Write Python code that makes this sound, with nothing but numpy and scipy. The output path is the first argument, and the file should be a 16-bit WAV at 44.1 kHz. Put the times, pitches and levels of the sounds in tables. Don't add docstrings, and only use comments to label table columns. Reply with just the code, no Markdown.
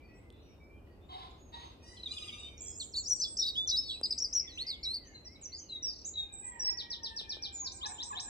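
import sys
import numpy as np
from scipy import signal
from scipy.fft import rfft, irfft, next_fast_len
from scipy.io import wavfile
from scipy.ndimage import uniform_filter1d

SR = 44100
rng = np.random.default_rng(int(sys.argv[2]) if len(sys.argv) > 2 else 0)


def int16_out(signal):
    q = np.round(np.clip(np.atleast_2d(signal).T, -1, 1) * 32767)
    wavfile.write(sys.argv[1], SR, q.astype(np.int16))


N = 365588

# pitch in Hz, relative level in dB per Hz.
RUMBLE_COLOUR = [(15, -52.5), (25, -9.5), (71, 0.5), (140, -13.5), (227, -12.5), (331, -11), (1270, -30.5),
                 (2360, -41.5), (3170, -60), (4260, -47.5), (6730, -52), (10100, -50.5), (11800, -65.5),
                 (13500, -42.5), (15500, -77)]
# pitch in Hz, likeness from 0 to 1.
PORT_LIKENESS = [(60, .94), (130, .9), (290, .75), (640, .5), (1400, .1), (15000, 0)]
# time in seconds, relative level in dB.
CHORUS_LEVEL = [(0.0, -72.5), (1.48, -80), (2.119, -70), (2.28, -60), (3.02, -81), (3.55, -79),
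                (4.5, -65.5), (6.189, -77.5), (6.53, -68), (7.3, -80.5), (7.57, -81.5), (8.29, -82)]
# pitch in Hz, relative level in dB per Hz.
CHORUS_COLOUR = [(1200, -5), (1800, -16), (2500, 12), (3500, 1), (5000, -4.5), (7000, -17), (9000, -33.5)]

# start in seconds, length in seconds, first pitch
# in Hz, turning pitch in Hz, last pitch in Hz, turn as a share of the length, loudest point as a share of the length,
# peak level in dB, lag of the left port in milliseconds.
FAR_BIRD_STROKES = [(0, 0.19, 2293, 2540, 2570, 0.61, 0.043, -68.5, -.47),
                    (.03, .1, 4660, 4490, 4410, 0.51, .2, -77.5, 0),
                    (.4, .2, 3060, 2920, 2790, 0.42, .3, -83, 0),
                    (.2, 0.19, 1970, 2070, 1984, 0.35, 0.4, -76.5, .15),
                    (.31, 0.13, 3500, 3546, 3440, 0.28, 0.14, -73, -.028),
                    (.32, 0.34, 4010, 3720, 3700, 0.34, 0.32, -78.5, 0),
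                    (.42, 0.14, 5830, 5770, 5370, 0.48, .6, -75, .4),
                    (.6, 0.23, 2290, 2320, 2450, 0.41, 0.17, -67.5, -.47),
                    (.87, 0.078, 1940, 1890, 1930, 0.52, .1, -72, .14),
                    (1.305, 0.012, 7440, 6960, 6270, 0.56, 0.089, -67, -.323),
                    (1.378, 0.14, 6100, 6770, 6400, .15, 0.9, -70.5, 0),
                    (1.558, 0.15, 6100, 6550, 6300, 0.15, 0.46, -68, 0),
                    (1.8, 0.044, 2470, 2530, 2430, 0.43, .9, -69, 0),
                    (1.86, 0.043, 5560, 5300, 4800, 0.67, 0.39, -66, 0),
                    (1.965, 0.028, 3730, 3040, 3000, 0.45, 0.24, -57.5, .23),
                    (1.967, 0.017, 4200, 4130, 4050, 0.52, .85, -53.5, .23),
                    (1.99, 0.018, 4200, 4050, 3980, 0.39, 1, -50.5, .23),
                    (2.032, 0.0068, 4260, 3960, 3840, .49, 1, -38, .23),
                    (2.058, 0.023, 3840, 3680, 3270, .55, .3, -37, .25),
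                    (2.108, 0.017, 3920, 4010, 4040, 0.42, 0.65, -41, .23),
                    (2.11, .047, 6030, 7640, 6000, 0.29, .2, -59, -.48),
                    (2.125, 0.03, 2960, 2870, 2880, 0.37, .45, -51, 0),
                    (2.168, 0.022, 3420, 3570, 2500, 0.54, 0.42, -38.5, .23),
                    (2.22, 0.028, 3920, 3790, 3700, 0.55, .2, -46.5, .23),
                    (2.235, .02, 2960, 2790, 2770, .49, .55, -54, -.042),
                    (2.279, 0.028, 3440, 3340, 2400, 0.45, 0.33, -42, .23),
                    (2.32, .18, 2880, 2660, 3170, 0.27, 1, -60, 0),
                    (2.325, 0.028, 3696, 3680, 3580, 0.4, .1, -46.5, .23),
                    (2.38, 0.11, 3800, 3675, 3640, 0.43, 0.46, -49, .23),
                    (2.395, 0.017, 8700, 8000, 7760, 0.32, .9, -52.5, -.09),
                    (1.01, .06, 3550, 3620, 3630, .49, .55, -75, 0.025),
                    (2.577, .008, 6000, 6550, 7150, 0.55, .55, -49, -0.115),
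                    (2.575, 0.031, 5420, 5700, 5280, 0.51, .1, -58.5, 0),
                    (2.645, 0.047, 6100, 5630, 5390, .63, .95, -53.5, -.28),
                    (2.69, 0.08, 5330, 5100, 5200, 0.36, 0.7, -64.5, 0),
                    (2.915, 0.028, 6300, 5500, 4740, 0.56, .6, -58.5, .18),
                    (2.94, 0.095, 7040, 6890, 6940, 0.43, 0.42, -50.5, .16),
                    (2.96, 0.058, 7840, 7520, 7300, 0.24, 0.95, -45.5, .055),
                    (3.025, 0.045, 6110, 5660, 4560, 0.54, 0.98, -46, -.9),
                    (3.11, 0.1, 6950, 7020, 7220, 0.36, 0.51, -54, -.14),
                    (3.08, .13, 7860, 7640, 7600, .6, 0.96, -48, -0.064),
                    (3.155, 0.055, 5900, 4900, 3900, 0.24, .1, -57, -.92),
                    (3.27, 0.032, 5250, 4840, 4270, .49, .1, -51, -.09),
                    (3.25, 0.11, 7600, 7850, 7640, .45, .7, -50, -0.069),
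                    (3.38, 0.089, 7750, 7900, 7530, 0.43, .45, -70, -.09),
                    (3.6, 0.019, 6650, 6400, 6260, .49, 0.28, -67, 0),
                    (3.76, 0.056, 7700, 7900, 7800, 0.49, .05, -73.5, -.09),
                    (3.86, 0.12, 7700, 7760, 7800, 0.32, .85, -62.5, .16),
                    (3.93, 0.051, 2920, 2550, 2500, 0.6, 0.24, -61, -.44),
                    (4.05, 0.15, 7680, 8170, 7690, 0.39, 0.39, -59, -.11),
                    (4.26, 0.078, 8240, 8060, 7950, 0.46, .3, -70.5, -.11),
                    (4.43, .14, 2165, 1855, 2070, 0.46, 0.11, -68, -.082),
                    (4.53, 0.051, 6470, 6100, 6000, 0.56, .85, -59, 0),
                    (4.59, 0.25, 1890, 2137, 2260, 0.38, 0.42, -61, .16),
                    (5.005, 0.18, 2050, 1770, 1620, 0.51, 0.3, -68, -.43),
                    (5.03, 0.16, 3110, 2920, 2760, .49, .1, -72.5, 0),
                    (5.05, 0.044, 6400, 5830, 7100, 0.33, 0.79, -60, -1.3),
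                    (5.14, 0.056, 4290, 4140, 4036, .2, 0.4, -52, -.42),
                    (5.25, 0.035, 5800, 5460, 4580, 0.66, 1, -46.5, -.47),
                    (5.25, .2, 1890, 2175, 2300, 0.4, 0.25, -69.5, .05),
                    (5.35, 0.019, 4120, 4000, 3670, 0.44, 0.96, -57, -.42),
                    (5.45, 0.11, 2200, 2120, 1990, 0.56, 0.95, -74.5, 0),
                    (5.6, 0.14, 3180, 2970, 2730, 0.38, 0.98, -70.5, 0),
                    (5.7, 0.26, 2150, 2020, 1820, 0.48, 0.11, -78.5, -.56),
                    (6.05, 0.042, 3880, 3820, 3800, 0.69, 0.09, -71, 0),
                    (7.05, 0.35, 8170, 8150, 7900, 0.55, 0.24, -79, .14)]
# overtone pitch in Hz, dB against the whistle before the singer's own offset.
WHISTLE_OVERTONES = [(7000, -30), (8500, -25), (10500, -44.5), (11800, -49), (13500, -29.5), (15000, -47)]

# time in seconds, then the relative strength in dB of the blow
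TICKS = [(.3031, -54, -46.5, -57), (.326, -60, -62, -58), (4.0133, -27, -48, -36.5), (7.042, -37, -54, -51),
         (7.213, -34, -44, -50), (7.369, -34, -52, -61)]
# pitch in Hz, width in Hz.
HOUSING_RESONANCES = [(420, 310), (3400, 710), (8500, 600)]

CROW_STROKES = [(1.09, 0.18, 744, 752, 752, 0.25, 0.22, -55),
                (1.09, .2, 354, 342.6, 353, 0.48, 0.32, -55.5),
                (1.523, 0.11, 941, 944, 950, 0.25, 0.07, -52)]
# pitch in Hz, relative level in dB.
CROW_THROAT = [(400, -34), (740, 6), (1050, 7.5), (1450, -15), (2000, -7), (2800, -29), (3300, 4),
               (3700, 6), (4500, -12), (5200, -22), (5600, -54)]
# start in seconds, length in seconds, loudest point as a share of the length, peak in dB.
CROW_BREATHS = [(1.09, 0.2, 0.37, -54), (1.521, 0.19, 0.073, -57)]
# pitch in Hz, relative level in dB per Hz.
BREATH_COLOUR = [(350, -46), (600, -24), (724, -1.5), (1070, 1), (1520, -18.5), (3760, -3.5), (4990, -12.5),
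                 (5420, -22), (6030, -28), (10000, -30.5), (13000, -85), (22000, -120)]

SQUEAL_STROKES = [(1.825, .14, 902, 975, 993, 0.295, 0.91, -60),
                  (2.075, .425, 1176, 1253, 1155, 0.162, 0.21, -54.5)]
# pitch in Hz, relative level in dB.
SQUEAL_THROAT = [(900, -5.5), (2400, -1.5), (3600, -11.5), (4900, 1.5), (6100, -5.5), (7400, -11),
                 (8500, -10.5), (10000, -12), (12000, -52)]

TWITTER_STROKES = [(2.6, .12, 7220, 7280, 7220, .4, .55, -46),
                   (2.757, .108, 6800, 7400, 7300, .2, .55, -47)]

WARBLER_STROKES = [(2.797, 0.045, 5630, 6200, 4700, 0.3, 0.27, -56),
                   (2.799, 0.033, 4520, 4100, 2960, 0.37, 0.045, -38.5),
                   (2.937, 0.016, 4680, 4055, 3770, .66, .5, -38),
                   (2.952, 0.05, 3604, 4700, 4150, 0.35, 0.27, -33),
                   (3.058, 0.04, 4770, 5650, 6770, 0.36, 0.48, -36.5),
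                   (3.097, 0.044, 6100, 5716, 5834, 0.42, 0.49, -28.5),
                   (3.199, 0.016, 6000, 5980, 6140, .45, .3, -31.5),
                   (3.213, .02, 4290, 5410, 5320, 0.41, 0.84, -29),
                   (3.231, 0.0077, 5540, 4830, 3640, .49, .3, -33),
                   (3.236, 0.017, 5540, 4570, 3750, 0.57, 0.18, -33.5),
                   (3.249, 0.018, 3470, 3525, 3320, .45, 0.076, -34.5),
                   (3.369, 0.0076, 4590, 5650, 6770, 0.67, 0.94, -32),
                   (3.379, 0.028, 5300, 4850, 4500, 0.45, .2, -47),
                   (3.38, 0.03, 5270, 5700, 5510, .7, 1, -28),
                   (3.398, 0.019, 3620, 4400, 5050, .49, 0.68, -41),
                   (3.41, 0.035, 5440, 5100, 3360, .57, 0.37, -31),
                   (3.417, 0.086, 3650, 3823, 3806, 0.29, 0.86, -26.5),
                   (3.46, .011, 3680, 4420, 4970, 0.43, 0.13, -34),
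                   (3.474, 0.021, 5180, 4350, 4740, 0.66, .6, -33.5),
                   (3.554, 0.11, 2940, 3430, 3547, 0.11, 0.38, -32.5),
                   (3.564, 0.016, 4330, 5280, 4570, 0.35, 0.94, -48.5),
                   (3.674, 0.018, 6290, 5220, 3680, 0.87, .55, -30),
                   (3.69, 0.029, 3670, 6170, 3380, 0.36, 0.36, -29),
                   (3.71, 0.071, 3580, 3950, 3813, 0.22, 0.1, -29.5),
                   (3.758, 0.07, 4120, 5192, 5330, 0.27, .55, -30),
                   (3.8, 0.2, 3853, 3804, 4010, 0.39, 0.66, -43),
                   (3.822, 0.16, 4500, 4410, 4510, 0.39, 0.27, -49.5),
                   (3.885, 0.03, 3570, 3425, 3110, 0.52, 0.54, -37.5),
                   (3.894, 0.03, 3200, 4330, 3230, 0.36, 0.75, -38.5),
                   (4.032, 0.008, 4630, 5100, 5420, 0.86, 0.64, -28.5),
                   (4.042, 0.021, 5025, 4940, 3700, 0.45, 0.15, -30),
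                   (4.105, 0.0075, 4720, 5230, 5270, 0.65, 0.92, -28),
                   (4.11, 0.023, 5010, 4830, 3540, 0.81, 0.19, -29),
                   (4.178, 0.018, 4600, 6930, 5560, 0.94, 0.054, -33.5),
                   (4.198, 0.036, 5500, 5470, 5900, 0.51, 0.82, -30.5),
                   (4.238, .02, 5450, 5130, 4620, 0.4, 0.6, -29.5),
                   (4.325, 0.025, 4890, 6600, 5800, 0.72, 0.58, -34.5),
                   (4.349, 0.04, 6000, 5776, 5625, 0.14, 0.83, -27.5),
                   (4.393, 0.022, 5940, 4956, 5760, 0.21, .3, -33),
                   (4.474, 0.019, 3550, 3410, 3140, 0.55, .4, -44.5),
                   (4.49, 0.094, 4700, 3880, 4130, 0.39, 0.084, -53),
                   (4.574, 0.052, 2350, 3770, 4440, 0.34, 0.96, -35),
                   (4.666, 0.017, 5620, 4900, 4390, 0.22, 0.71, -35),
                   (4.682, .067, 5130, 3970, 3260, 0.49, .1, -35),
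                   (4.829, 0.025, 4000, 5650, 5230, 0.37, 0.26, -39),
                   (4.836, 0.11, 4930, 3806, 4330, 0.17, 0.39, -34),
                   (4.934, 0.043, 4230, 4790, 4325, 0.23, 0.3, -35)]
# pitch in Hz, relative level in dB.
WARBLER_RANGE = [(2500, -0.5), (4000, -3.5), (5800, -0.5), (6700, -1)]
# lag of the left port in milliseconds, left minus right in dB per kHz of pitch,
# pitch in Hz at which the ports are level.
WARBLER_PLACE = (.19, 2.0, 4400)

WHISTLER_STROKES = [(5.412, 0.07, 7610, 5730, 6250, 0.63, 0.1, -45),
                    (5.52, 0.043, 4020, 4420, 5100, 0.22, 0.8, -44.5),
                    (5.57, 0.032, 7180, 6610, 5730, 0.6, 0.85, -44.5),
                    (5.62, 0.014, 6020, 6180, 6500, 0.38, 0.91, -46),
                    (5.69, 0.088, 4260, 3960, 3736, 0.19, 0.4, -43),
                    (5.826, 0.07, 5810, 5544, 4870, 0.48, 0.4, -36.5),
                    (5.89, 0.015, 5030, 4850, 4630, 0.53, .2, -37.5),
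                    (6.047, 0.047, 5820, 7520, 6470, 0.38, 0.32, -34),
                    (6.138, 0.11, 4005, 3802, 3715, 0.3, .6, -39),
                    (6.325, .022, 7950, 7750, 7470, .45, .6, -36.5),
                    (6.347, 0.17, 7660, 7854, 7590, .25, 0.36, -36),
                    (6.595, .125, 5880, 5438, 5403, .38, 0.73, -34.5),
                    (7.525, .115, 7440, 6940, 6560, 0.3, 0.25, -36.5),
                    (7.645, 0.033, 5760, 4940, 3610, 0.57, 0.99, -37.5),
                    (7.718, 0.012, 5200, 6200, 8750, .3, 0.26, -42),
                    (7.737, .04, 8620, 7920, 6800, .49, 0.86, -42)]
# pitch in Hz, relative level in dB.
WHISTLER_RANGE = [(2900, -9), (3700, -1), (5800, -2), (7500, -10), (8700, -11.5)]
WHISTLER_PLACE = (-.47, -1.1, 4800)
# length in seconds, first, turning and last pitch in Hz,
# turn and loudest point as shares of the length.
RATTLE_SWEEP = (.007, 6450, 4900, 3600, 0.86, 1.2)
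# time after the sweep starts in seconds, pitch in Hz, dB against the trill's level.
TRILL_SWEEP = [(0, 5886, -8), (.009, 5305, 3), (0.019, 4460, -5.5), (.032, 3850, 1), (.05, 3020, -10.5)]
# stroke columns as above, start counted from the figure's start, dB against its level.
FIGURE_STROKES = [(0, 0.0409, 2930, 3670, 4180, 0.57, 0.76, -0.5),
                  (.046, .018, 4660, 5650, 8600, 0.38, 0.44, 0),
                  (.064, .076, 8600, 7650, 6950, .47, .55, -0.5)]
# start in seconds, level in dB before the singer's range is applied.
FIGURE_STARTS = [(7.81, -38.5), (7.98, -39), (8.149, -38)]

LOW_COCK_STROKES = [(6.2, 0.077, 780, 828, 828, 0.37, 0.63, -65),
                    (6.29, 0.076, 815, 810, 787, .4, .45, -64), (6.41, 0.055, 828, 822, 803, 0.36, .3, -59),
                    (6.52, .06, 784, 798, 777, .4, .45, -64),
                    (6.62, 0.224, 778, 813, 846, 0.42, 0.15, -64.5),
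                    (7.23, 0.68, 807, 791, 776, 0.66, 0.15, -63)]
# pitch in Hz, relative level in dB.
LOW_COCK_THROAT = [(800, 8), (1600, 4.5), (2400, 10), (2900, -19.5), (3500, -44)]
HIGH_COCK_STROKES = [(6.435, 0.19, 998, 982, 873, 0.39, 0.56, -56.5),
                     (6.665, 0.353, 979, 955, 934, 0.39, 0.062, -60.5),
                     (7.0, 0.358, 917, 899, 882, 0.31, 0.2, -59.5)]
# pitch in Hz, relative level in dB.
HIGH_COCK_THROAT = [(800, 3), (1000, 12.5), (1600, 9), (1950, 12.5), (2400, 7.5), (2900, -15.5),
                    (3500, -41.5)]

CHIRRUP_STROKES = [(7.619, 0.041, 1090, 950, 880, 0.69, 0.12, -51.5),
                   (8.015, 0.023, 1000, 950, 962, 0.53, 0.57, -45.5),
                   (12, 0.017, 1500, 1100, 1010, 0.43, 0.64, -52),
                   (7.78, 0.039, 1000, 1023, 1010, .4, 0.45, -54),
                   (8.235, 0.065, 810, 820, 920, 0.64, 0.88, -58)]
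# stroke columns, start counted from the cluck's start, dB against the cluck's level.
CLUCK_STROKES = [(0, .063, 1272, 812, 960, .53, 0.66, 0.15), (.065, 0.04, 761, 713, 1010, 0.61, 0.15, -1.5)]
# start in seconds, level in dB.
CLUCK_STARTS = [(7.825, -43.5), (8.1, -42.5)]
# pitch in Hz, relative level in dB.
CLUCK_THROAT = [(700, -1), (1000, 11.5), (1200, 13.5), (1450, -16.5), (1700, 3), (2100, -17), (2550, -2.5),
                (2900, -26), (3500, -52)]

RUMBLE_START_DB, RUMBLE_FADE_DB_PER_S, RUMBLE_WANDER_DB = -54.57, .4, .7
HOLD = 2.35
TOP_HZ = 15700
FIELD_LATE_MS = -0.4596
TWITTER_SWINGS_PER_S, TWITTER_LEAP_HZ = 47.5, 290
RATTLE_START_S, RATTLE_GAP_S = 5.93, .028
RATTLE_DB, RATTLE_FADE_DB = -45.5, 1.5
TRILL_START_S, TRILL_GAP_S, TRILL_DB = 6.772, .1302, -40
COCK_JITTER, COCK_ROUGH_DB = .004, 4


def undb(db):
    return 10 ** (np.asarray(db) / 20)


def unit(x):
    return x / np.sqrt(np.mean(x ** 2))


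def colour(points, hz):
    f, db = np.transpose(points)
    return undb(np.interp(np.log(np.maximum(hz, 1)), np.log(f), db))


def shaped(points):
    spectrum = rfft(rng.standard_normal(N))
    return unit(irfft(spectrum * colour(points, np.fft.rfftfreq(N, 1 / SR)), N))


def walk(n, rate):
    k = max(int(SR / rate), 2)
    smooth = uniform_filter1d(uniform_filter1d(rng.standard_normal(n), k), k)
    return np.sqrt(1.2 * k) * smooth


def phase(hz):
    return 2 * np.pi * np.cumsum(hz) / SR


def road_rumble():
    mid, side = rfft(shaped(RUMBLE_COLOUR)), rfft(shaped(RUMBLE_COLOUR))
    alike = np.interp(np.fft.rfftfreq(N, 1 / SR), *np.transpose(PORT_LIKENESS))
    opposite = np.array([[1], [-1]])
    rumble = irfft(mid * np.sqrt(1 + alike) + side * np.sqrt(1 - alike) * opposite, N)
    fade_db = RUMBLE_FADE_DB_PER_S * np.arange(N) / SR
    return unit(rumble) * undb(RUMBLE_START_DB - fade_db + RUMBLE_WANDER_DB * walk(N, 0.69))


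def chorus_blur():
    noise = np.array([shaped(CHORUS_COLOUR) for _ in range(2)])
    level = np.interp(np.arange(N) / SR, *np.transpose(CHORUS_LEVEL))
    return noise * undb(level - 4 + 3.5 * walk(N, 21))


def stroke(row, rise_db, fall_db, reach=((1, 0), (2, 0))):
    start, length, first, turning, last, turn, top, peak_db = row[:8]
    turn, top = np.clip([turn, top], .02, .98)
    u = np.linspace(0, 1, num=33)
    hz = np.interp(u, [0, turn, 1], [first, turning, last])
    hz = uniform_filter1d(hz, size=5, mode="nearest")
    rising = rise_db * np.abs(1 - u / top) ** HOLD
    falling = fall_db * np.abs((u - top) / (1 - top)) ** HOLD
    below_peak_db = np.where(u < top, rising, falling)
    return np.transpose([start + length * u, hz, peak_db - below_peak_db + 20 * np.log10(colour(reach, hz))])


def add(out, rows, voice, pan_db, late_ms, fade_s):
    s, *columns, db = np.transpose(rows)
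    first = max(int((s[0] - fade_s) * SR), 0)
    t = np.arange(first, min(int((s[-1] + fade_s) * SR), N)) / SR
    edge = np.clip(np.minimum(t - s[0], s[-1] - t) / (2 * fade_s) + .5, 0, 1)
    x = voice(np.interp(t, s, columns[0]) if columns else t)
    x = x * undb(np.interp(t, s, db)) * np.sin(np.pi / 2 * edge) ** 2
    size = next_fast_len(len(t) + 64)
    shift = np.outer([late_ms, -late_ms], np.fft.rfftfreq(size, 1000 / SR)) / 2
    both = irfft(rfft(np.pad(x, (32, 0)), size) * np.exp(-2j * np.pi * shift), size)[:, 32:32 + len(t)]
    out[:, first:first + len(t)] += both * undb([[pan_db / 2], [-pan_db / 2]])


def songbird(notes, overtone_db, flutter_db, fade_s):
    def whistle(hz):
        turn = phase(uniform_filter1d(hz, size=90))
        overtones = 0
        for k in (2, 3):
            hoarse = np.sin(k * turn + 0.52 * walk(len(hz), 760))
            overtones = overtones + colour(WHISTLE_OVERTONES, k * hz) * (k * hz < TOP_HZ) * hoarse
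        tone = np.sin(turn) + undb(overtone_db) * overtones
        return np.sqrt(2) * tone * undb(flutter_db * walk(len(hz), 330))
    out = np.zeros((2, N))
    for pan_db, late_ms, rows in notes:
        add(out, rows, whistle, pan_db, late_ms, fade_s)
    return out


def distant_songs(count=150):
    s, db = np.transpose(CHORUS_LEVEL)
    notes = []
    for when, pitch, slur, waver, length, loud, side in rng.random((count, 7)):
        start, span = when * (N / SR - .3), 0.0368 + .16 * length
        hz = 2050 * 3.9 ** (pitch ** 2.6)
        level = np.interp(start, s, db) - 11.5 + 9 * loud - 6 * pitch
        middle_hz, last_hz = hz * (1 + 0.15 * (waver - .5)), hz * (1 + 0.26 * (slur - .55))
        rows = [(start, hz, level - 13.5), (start + span / 2, middle_hz, level), (start + span, last_hz, level - 7.5)]
        notes.append((0, side - .5, rows))
    return songbird(notes, -46, 2.5, 0.012)


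def far_birds():
    notes = []
    for row in FAR_BIRD_STROKES:
        pan_db = -.9 * max(row[3] / 1000 - 4.5, 0)
        notes.append((pan_db, row[8], stroke(row, 9, 11)))
    return songbird(notes, -7.5, 3.04, 0.0055)


def ticks():
    s, *strength_db = np.transpose(TICKS)
    out = np.zeros(N)
    for (hz, width), db in zip(HOUSING_RESONANCES, strength_db):
        x = np.zeros(N)
        x[(s * SR).astype(int)] = undb(db + 24)
        for band in (width, 2 * width):
            x = signal.lfilter(*signal.iirpeak(hz, hz / band, SR), x)
        out += x
    return out


def fowl(calls, throat, jitter, rough_db, late_ms, rise_db, fall_db):
    def stack(hz):
        turn = phase(hz * (1 + jitter * walk(len(hz), 220)))
        total = 0
        for k in range(1, 16):
            gain = colour(throat, k * hz) * (k * hz < TOP_HZ)
            total = total + gain * undb(rough_db * walk(len(hz), 80)) * np.sin(k * turn)
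        return unit(total)
    out = np.zeros((2, N))
    for row in calls:
        add(out, stroke(row, rise_db, fall_db), stack, 0, late_ms, .008)
    return out


def pheasant():
    puffs = 1 + 0.19 * np.sin(phase(280 + 25 * walk(N, 62.7)))
    breath = unit(puffs * shaped(BREATH_COLOUR) * undb(2.2 * walk(N, 60)))
    out = fowl(CROW_STROKES, CROW_THROAT, .005, 8.3, FIELD_LATE_MS, 3.9, 16)
    for start, length, top, peak_db in CROW_BREATHS:
        rows = stroke((start, length, 1, 1, 1, top, top, peak_db), 8.1, 14.6)[:, ::2]
        add(out, rows, lambda t: breath[(t * SR + .5).astype(int)], -1, FIELD_LATE_MS, .008)
    return out


def squeals():
    return fowl(SQUEAL_STROKES, SQUEAL_THROAT, 0.0111, 4.9, FIELD_LATE_MS, 2.0, 19)


def twitter():
    def buzz(hz):
        n = len(hz)
        vibration = np.sin(phase(520 + 60 * walk(n, 55)))
        swing = np.sin(phase(TWITTER_SWINGS_PER_S + 1.5 * walk(n, 30)))
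        leaping_hz = hz - TWITTER_LEAP_HZ * np.tanh(3 * swing) + 60 * walk(n, 70)
        turn = phase(leaping_hz) + 0.55 * vibration
        tone = np.sin(turn) + undb(-29.5) * np.sin(2 * turn)
        return unit(np.abs(swing) * tone * undb(3.1 * walk(n, 200)))
    out = np.zeros((2, N))
    for row in TWITTER_STROKES:
        add(out, stroke(row, 2.3, 3.8), buzz, -4, -.1, .006)
    return out


def placed(curves, place):
    late_ms, db_per_khz, level_hz = place
    notes = []
    for curve in curves:
        mean_hz = np.mean(np.array(curve)[:, 1])
        notes.append((db_per_khz * (mean_hz - level_hz) / 1000, late_ms, curve))
    return notes


def warbler():
    curves = [stroke(row, 8.1, 9, WARBLER_RANGE) for row in WARBLER_STROKES]
    return songbird(placed(curves, WARBLER_PLACE), 3.85, 1.6, 0.0023)


def repeated(figure, repeats):
    return [(start + s, *shape, peak_db + db) for start, peak_db in repeats for s, *shape, db in figure]


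def rattle(count=4):
    return [(RATTLE_START_S + k * RATTLE_GAP_S, *RATTLE_SWEEP, RATTLE_DB - k * RATTLE_FADE_DB) for k in range(count)]


def trill(count=6):
    starts = [TRILL_START_S + k * TRILL_GAP_S for k in range(count)]
    return [[(start + s, hz, TRILL_DB + db) for s, hz, db in TRILL_SWEEP] for start in starts]


def whistler():
    strokes = WHISTLER_STROKES + rattle() + repeated(FIGURE_STROKES, FIGURE_STARTS)
    curves = [stroke(row, 8.7, 6.3, WHISTLER_RANGE) for row in strokes] + trill()
    return songbird(placed(curves, WHISTLER_PLACE), -10.5, 0.53, 0.0013)


def cockerels():
    low = fowl(LOW_COCK_STROKES, LOW_COCK_THROAT, COCK_JITTER, COCK_ROUGH_DB, 0.35, 1.7, 3.8)
    high = fowl(HIGH_COCK_STROKES, HIGH_COCK_THROAT, COCK_JITTER, COCK_ROUGH_DB, FIELD_LATE_MS, 2.4, 6.7)
    return low + high


def clucks():
    calls = repeated(CLUCK_STROKES, CLUCK_STARTS) + CHIRRUP_STROKES
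    return fowl(calls, CLUCK_THROAT, 0.0047, 1.8, FIELD_LATE_MS, 12, 15)


def echo(dry, early_db, early_t60, late_db, late_t60):
    t = np.arange(SR) / SR
    early = rng.standard_normal(SR) * undb(-60 * t / early_t60) * np.clip(t / 0.0017, 0, 1)
    uneven_db = 3.05 * walk(SR, 42)
    late = rng.standard_normal((2, SR)) * undb(-60 * t / late_t60 + uneven_db) * np.clip(t / 0.009, 0, 1)
    tail = (undb(early_db) * unit(early) + undb(late_db) * unit(late)) / np.sqrt(SR)
    return dry + signal.fftconvolve(dry, tail, axes=1)[:, :N]


def scene():
    background = road_rumble() + chorus_blur() + echo(distant_songs(), 6.1, .25, 2.6, 0.67)
    behind = echo(far_birds() + twitter(), -8.5, 0.057, -5.0, 0.45)
    field = echo(pheasant() + squeals() + cockerels(), -1.5, .14, -0.5, 0.64)
    near = echo(warbler(), -4, 0.096, -11, 0.42)
    second = echo(whistler(), -0.43, 0.13, -4.0, 0.44)
    yard = echo(clucks(), -2.5, 0.08, -4.5, 0.79)
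    return background + behind + ticks() + field + near + second + yard


def record(dry):
    thinned = signal.sosfilt(signal.butter(3, 34, "highpass", fs=SR, output="sos"), dry)
    return signal.sosfilt(signal.ellip(10, .2, 70, TOP_HZ, fs=SR, output="sos"), thinned)


dry = scene()
out = record(dry)
int16_out(out)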